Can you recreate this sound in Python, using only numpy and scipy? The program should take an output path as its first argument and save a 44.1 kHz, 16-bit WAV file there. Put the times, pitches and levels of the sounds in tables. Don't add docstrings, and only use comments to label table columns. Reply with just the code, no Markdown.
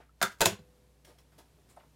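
import sys
import numpy as np
from scipy import signal
from scipy.fft import rfft, irfft, next_fast_len
from scipy.io import wavfile
from scipy.ndimage import uniform_filter1d, map_coordinates

SR = 44100
rng = np.random.default_rng(int(sys.argv[2]) if len(sys.argv) > 2 else 0)


def voltage_ratio(level):
    return 10 ** (np.asarray(level, float) / 20)


def dump(signal):
    limited = np.clip(np.atleast_2d(signal).T, -1, 1)
    pcm = np.round(limited * 32767).astype(np.int16)
    wavfile.write(sys.argv[1], SR, pcm)


N = 85995

# f/Hz, level/dB
AIR_COLOUR = [(30, -31), (48, -13), (110, -5), (200, -12), (480, -16.5), (1400, -27), (13000, -34.5),
              (16000, -44.5)]
AIR_DB = -67.5
# f/Hz, level/dB rms, flutter/per s
HUM_TONES = [(59.6, -67, 1.9), (152, -75, 100)]

# t/s, rustle level/dB, body level/dB, body f/Hz, t60/s
FINGER_TOUCHES = [(0, -91, -48, 470, 0.05), (.002, -98, -59, 1450, 0.15), (0.589, -90, -48, 107, 0.11),
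                  (1.046, -53, -58, 1800, 0.069), (1.068, -64.5, -62, 582, 0.41),
                  (1.086, -75, -55.5, 295, 0.092), (1.103, -73, -54, 920, 0.049),
                  (1.183, -58.5, -63, 977, 0.07), (1.201, -67, -82, 884, 0.051),
                  (1.318, -69.5, -67.5, 938, 0.2), (1.379, -58.5, -54.5, 350, 0.15),
                  (1.385, -56, -55, 992, 0.05), (1.401, -79, -56, 636, 0.078), (1.455, -67, -72, 1500, .05),
                  (1.58, -83.5, -60.5, 435, 0.061), (1.687, -62, -76, 1502, 0.071),
                  (1.698, -68, -69.5, 910, 0.17), (1.709, -68, -79, 1200, .07),
                  (1.764, -85, -56, 966, 0.084), (1.7975, -99, -58.5, 2830, 0.035),
                  (1.803, -91, -56.5, 1220, 0.058), (1.832, -87, -56, 560, 0.062)]
# f/Hz, level/dB per Hz
RUSTLE_COLOUR = [(710, 1.5), (1200, -0.5), (3620, -1.5), (5530, -1.5), (6100, -6), (10700, -3.5),
                 (16000, -11.5)]
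# t/s, level/dB, f/Hz, t60/s
FINGER_TAPS = [(.09, -67.5, 1340, 0.039), (.596, -54, 93, 0.11), (1.048, -60, 5740, 0.069),
               (1.05, -68, 3300, 0.1), (1.104, -59, 560, 0.078), (1.185, -59.5, 5500, 0.042),
               (1.186, -71, 11150, 0.037), (1.384, -59.5, 4497, 0.059), (1.683, -64.5, 1424, 0.03),
               (1.695, -62.5, 7800, 0.13), (1.762, -57.5, 8900, 0.029), (1.770, -41.5, 740, 0.029),
               (1.776, -50.5, 560, 0.1), (1.789, -68, 696, 0.055)]
TOUCH_RISE_S = 0.0029
BODY_WIDTH, TAP_WIDTH = 1.1, 0.35

# t/s, level/dB, f/Hz, t60/s
CLEAN_RINGS = [(0.093, -57.5, 1326, 0.045), (.2148, -25, 689, 0.033), (.2150, -27, 4050, .006),
               (.2270, -22, 1343, .06), (0.2269, -21.5, 4700, .01), (0.2276, -25, 6760, 0.013),
               (.2300, -23.5, 3900, 0.015), (.2360, -35, 390, 0.14), (.4066, -24, 670, 0.11),
               (.4150, -16, 7190, 0.012), (0.415, -22, 3920, 0.012), (.420, -21.5, 560, 0.094),
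               (.427, -19, 435, 0.048), (.440, -31, 350, 0.19), (0.4573, -9.5, 4000, 0.0062),
               (0.4579, -11, 7100, 0.0053), (0.4593, -16.5, 6400, 0.006), (.459, -22, 664, 0.072),
               (.464, -27, 6850, .07), (.470, -27, 388.6, 0.13), (1.048, -67, 5670, .06),
               (1.049, -61, 3300, 0.06), (1.186, -65, 5550, 0.055), (1.186, -61, 3300, .05),
               (1.385, -68, 4700, .06), (1.771, -47, 720, 0.044), (1.776, -55, 560, 0.077),
               (1.799, -68, 3000, .03)]

# t/s, crack level/dB, knock level/dB, chatter t60/s
GUIDE_CONTACTS = [(.203, -62.5, -61, 0.03), (.2146, -27.5, -14.5, 0.0027), (.2162, -26.5, -28, 0.027),
                  (.2180, -32, -31.5, 0.0068), (.2258, -17, -35, .02), (.2275, -22.5, -25, .012),
                  (.2305, -21, -21.5, 0.0057), (.2345, -32, -23, 0.019), (.2445, -37.5, -34.5, 0.0067),
                  (.262, -45, -40.5, 0.0074), (.312, -43.5, -46.5, 0.073)]
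# t/s, crack level/dB, knock level/dB, chatter t60/s
SPINDLE_CONTACTS = [
    (.385, -58, -72.5, 0.027),
    (.396, -50.5, -67, 0.031),
    (.4064, -17.5, -23, 0.028),
    (.4148, -15.5, -22.5, 0.011),
    (.4158, -17.5, -20.5, 0.031),
    (.4190, -24.5, -17, 0.0045),
    (.4245, -32, -15.5, 0.003),
    (.432, -41.5, -28.5, 0.038),
]
# t/s, crack level/dB, knock level/dB, chatter t60/s
CATCH_CONTACTS = [
    (.4546, -21, -41.5, 0.015),
    (.4577, -8.5, -23.5, 0.005),
    (.4588, -15, -21, 0.021),
    (.4612, -19, -28, 0.0083),
    (.4655, -28.5, -24, 0.023),
    (.515, -40.5, -26, 0.081),
    (.59, -59, -50, 0.042),
]
# f/Hz, level/dB, t60/s
SHELL_MODES = [(60, -30, .05), (118, -19.5, 0.056), (193, -11.5, 0.072), (370, -9.5, 0.034),
               (528, -7.5, 0.06), (688, -2, 0.034), (968.7, -3, 0.072), (1144, -4.5, 0.023),
               (1380, 6, 0.022), (1614, 2, 0.026), (2110, -1.5, 0.012), (3590, -5.5, 0.03),
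               (4420, -5.5, 0.012), (6533, -15.5, .008)]
# f/Hz, level/dB, t60/s
WELL_MODES = [(80.05, -20.5, 0.13), (122, -20, 0.11), (193.2, -13, 0.15), (350, -12, 0.016),
              (435, -1.5, 0.062), (560, 1, .02), (627, 2.5, 0.027), (904, -7, 0.072), (1500, -0.5, 0.02),
              (2000, -11.5, 0.022), (2564, -6.5, 0.027), (3300, -11.5, 0.021), (4044, -3, 0.0078),
              (7100, -12, 0.01)]
# f/Hz, level/dB, t60/s
CASE_MODES = [(56.17, -35, .05), (93, -10, 0.17), (114, -7.5, 0.057), (162, -10, 0.039), (192, -7, 0.12),
              (350, -6, 0.074), (410, -3.5, .07), (533, -5, 0.035), (670, 0, 0.026), (1060, -6, 0.02),
              (1541, -6.5, 0.014), (2650, -3.5, 0.012), (4130, -7, .01), (6850, -13.5, 0.02)]
# f/Hz, level/dB
CRACK_COLOUR = [(300, -32.5), (1000, -5), (2400, -7), (4100, -7.5), (5800, -7.5), (7100, -5.5), (8500, -10),
                (16000, -14.5)]
SNAP_DB, SNAP_S = 1, 0.0012
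SOFTEN = 45
BLOW = 1.8
MODE_SPLIT = 0.44

# f/Hz, level/dB, t60/s
SPRING_TONES = [(403, -61.5, 1.1), (498, -60, 2.31)]
SPRING_S = 0.43

# f/Hz, t60/s
ROOM_DECAY = [(100, 0.23), (400, 0.13), (1500, 0.22), (3500, 0.2), (7500, 0.17), (11000, 0.15),
              (15000, 0.12)]
# f/Hz, level/dB
ROOM_COLOUR = [(150, -6), (500, -2), (1500, -1.5)]
ROOM_DB, WALL_S = -5.5, 0.003
TOP_HZ = 16100


def along(points, hz):
    f, v = np.transpose(points)
    return np.interp(np.log(hz + 1), np.log(f + 1), v)


def unit(x):
    return x / np.sqrt(np.mean(x ** 2) + 1e-20)


def filtered(x, response):
    m = next_fast_len(len(x) + SR)
    hz = np.fft.rfftfreq(m, 1 / SR)
    return irfft(rfft(x, m) * response(hz), m)[:len(x)]


def noise(colour, size=N):
    white = rng.standard_normal(size)
    return unit(filtered(white, lambda hz: voltage_ratio(along(colour, hz))))


def wobble(rate):
    return map_coordinates(rng.standard_normal(200), [np.arange(N) * rate / SR])


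def burst(s, t60, rise_s, size=N):
    t = np.maximum(np.arange(size) / SR - s, 0)
    return (1 - np.exp(-t / rise_s)) * voltage_ratio(-60 * t / t60)


def room(x):
    hz, t, z = signal.stft(rng.standard_normal(SR // 2), SR, nperseg=256)
    decay_db = -60 * t / along(ROOM_DECAY, hz)[:, None]
    colour_db = along(ROOM_COLOUR, hz)[:, None]
    tail = signal.istft(z * voltage_ratio(decay_db + colour_db), SR, nperseg=256)[1]
    tail = tail / np.linalg.norm(tail)
    delayed = np.pad(x, (round(WALL_S * SR), 0))
    return x + voltage_ratio(ROOM_DB) * signal.fftconvolve(delayed, tail)[:len(x)]


def floor():
    t = np.arange(N) / SR
    hum = np.zeros(N)
    for hz, db, rate in HUM_TONES:
        level = voltage_ratio(db + 3.5 + 1.4 * wobble(rate))
        hum += level * np.sin(2 * np.pi * hz * t + wobble(2 * rate) / 2)
    return voltage_ratio(AIR_DB + 1.4 * wobble(7.7)) * noise(AIR_COLOUR) + hum


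def knocks(rows, width):
    out = np.zeros(N)
    pushes = rng.standard_normal((len(rows), SR // 4))
    for (s, db, hz, t60), push in zip(rows, pushes):
        w = width * hz
        shape = burst(0, t60, TOUCH_RISE_S, size=len(push))
        body = shape * filtered(push, lambda f: (1j * f * w / (hz * hz - f * f + 1j * f * w)) ** 2)
        body *= voltage_ratio(db) * np.linalg.norm(shape) / np.linalg.norm(body)
        part = out[round(s * SR):][:len(push)]
        part += body[:len(part)]
    return out


def touches():
    rubbing = sum(voltage_ratio(db) * burst(s, t60, TOUCH_RISE_S) for s, db, _, _, t60 in FINGER_TOUCHES)
    rustle = noise(RUSTLE_COLOUR) * rubbing
    thuds = [(s, *body) for s, _, *body in FINGER_TOUCHES]
    return rustle + knocks(thuds, BODY_WIDTH) + knocks(FINGER_TAPS, TAP_WIDTH)


def clean_rings():
    t = np.arange(N) / SR
    out = np.zeros(N)
    for s, db, hz, t60 in CLEAN_RINGS:
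        out -= voltage_ratio(db) * burst(s, t60, 0.6 / hz) * np.sin(2 * np.pi * hz * (t - s))
    return out


def ring(modes):
    t = np.arange(SR // 8) / SR
    split = MODE_SPLIT * rng.standard_normal((len(modes), 3, 1))
    h = np.zeros(len(t))
    for k, (hz, db, t60) in enumerate(modes):
        partials = np.sin(2 * np.pi * (hz + split[k] * np.sqrt(hz)) * t).sum(axis=0)
        h += (-1) ** k * voltage_ratio(db - 60 * t / t60) * partials
    return h / np.linalg.norm(h)


def snaps(contacts, modes):
    out, size = np.zeros(N), SR // 8
    for s, crack_db, knock_db, t60 in contacts:
        rise = 0.0001 + SOFTEN * t60 ** 3
        roughness_db = 5.6 * uniform_filter1d(rng.standard_normal(size), size=12)
        grit = noise(CRACK_COLOUR, size=size) * voltage_ratio(roughness_db)
        shape = burst(0, t60, rise, size=size)
        edge = voltage_ratio(SNAP_DB) * np.gradient(burst(0, SNAP_S, rise / 2, size=size))
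        crack = unit(grit * shape) * np.sqrt(np.mean(shape ** 2)) - edge

        push = burst(0, 0.43 * t60, rise, size=size)
        force = push * rng.standard_normal(size)
        force[0] = BLOW * np.linalg.norm(force) * np.exp(-rise / 0.0041)
        knock = signal.fftconvolve(force, ring(modes))[:size]
        knock *= np.linalg.norm(push) / np.linalg.norm(knock)

        hit = voltage_ratio(crack_db) * crack + voltage_ratio(knock_db + 11.5) * knock
        hit = room(np.pad(hit, (0, SR // 2)))
        out[round(s * SR):][:len(hit)] += hit
    return out


def spring():
    t = np.arange(N) / SR
    out = np.zeros(N)
    for hz, db, t60 in SPRING_TONES:
        out += voltage_ratio(db + 1.4 * wobble(3.9)) * burst(SPRING_S, t60, 0.0063) * np.sin(2 * np.pi * hz * t)
    return out


def scene():
    seating = snaps(GUIDE_CONTACTS, SHELL_MODES)
    pushing = snaps(SPINDLE_CONTACTS, WELL_MODES)
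    locking = snaps(CATCH_CONTACTS, CASE_MODES)
    return (floor() + room(touches()) + clean_rings() + seating + pushing + locking + spring())[None]


def band_limit(x):
    return signal.sosfilt(signal.butter(12, 16820, fs=SR, output="sos"), x)


def record(dry):
    mix = filtered(dry[0], lambda hz: 1 / (1 + (hz / TOP_HZ) ** 80))[None]
    return band_limit(mix)


dry = scene()
out = record(dry)
dump(out)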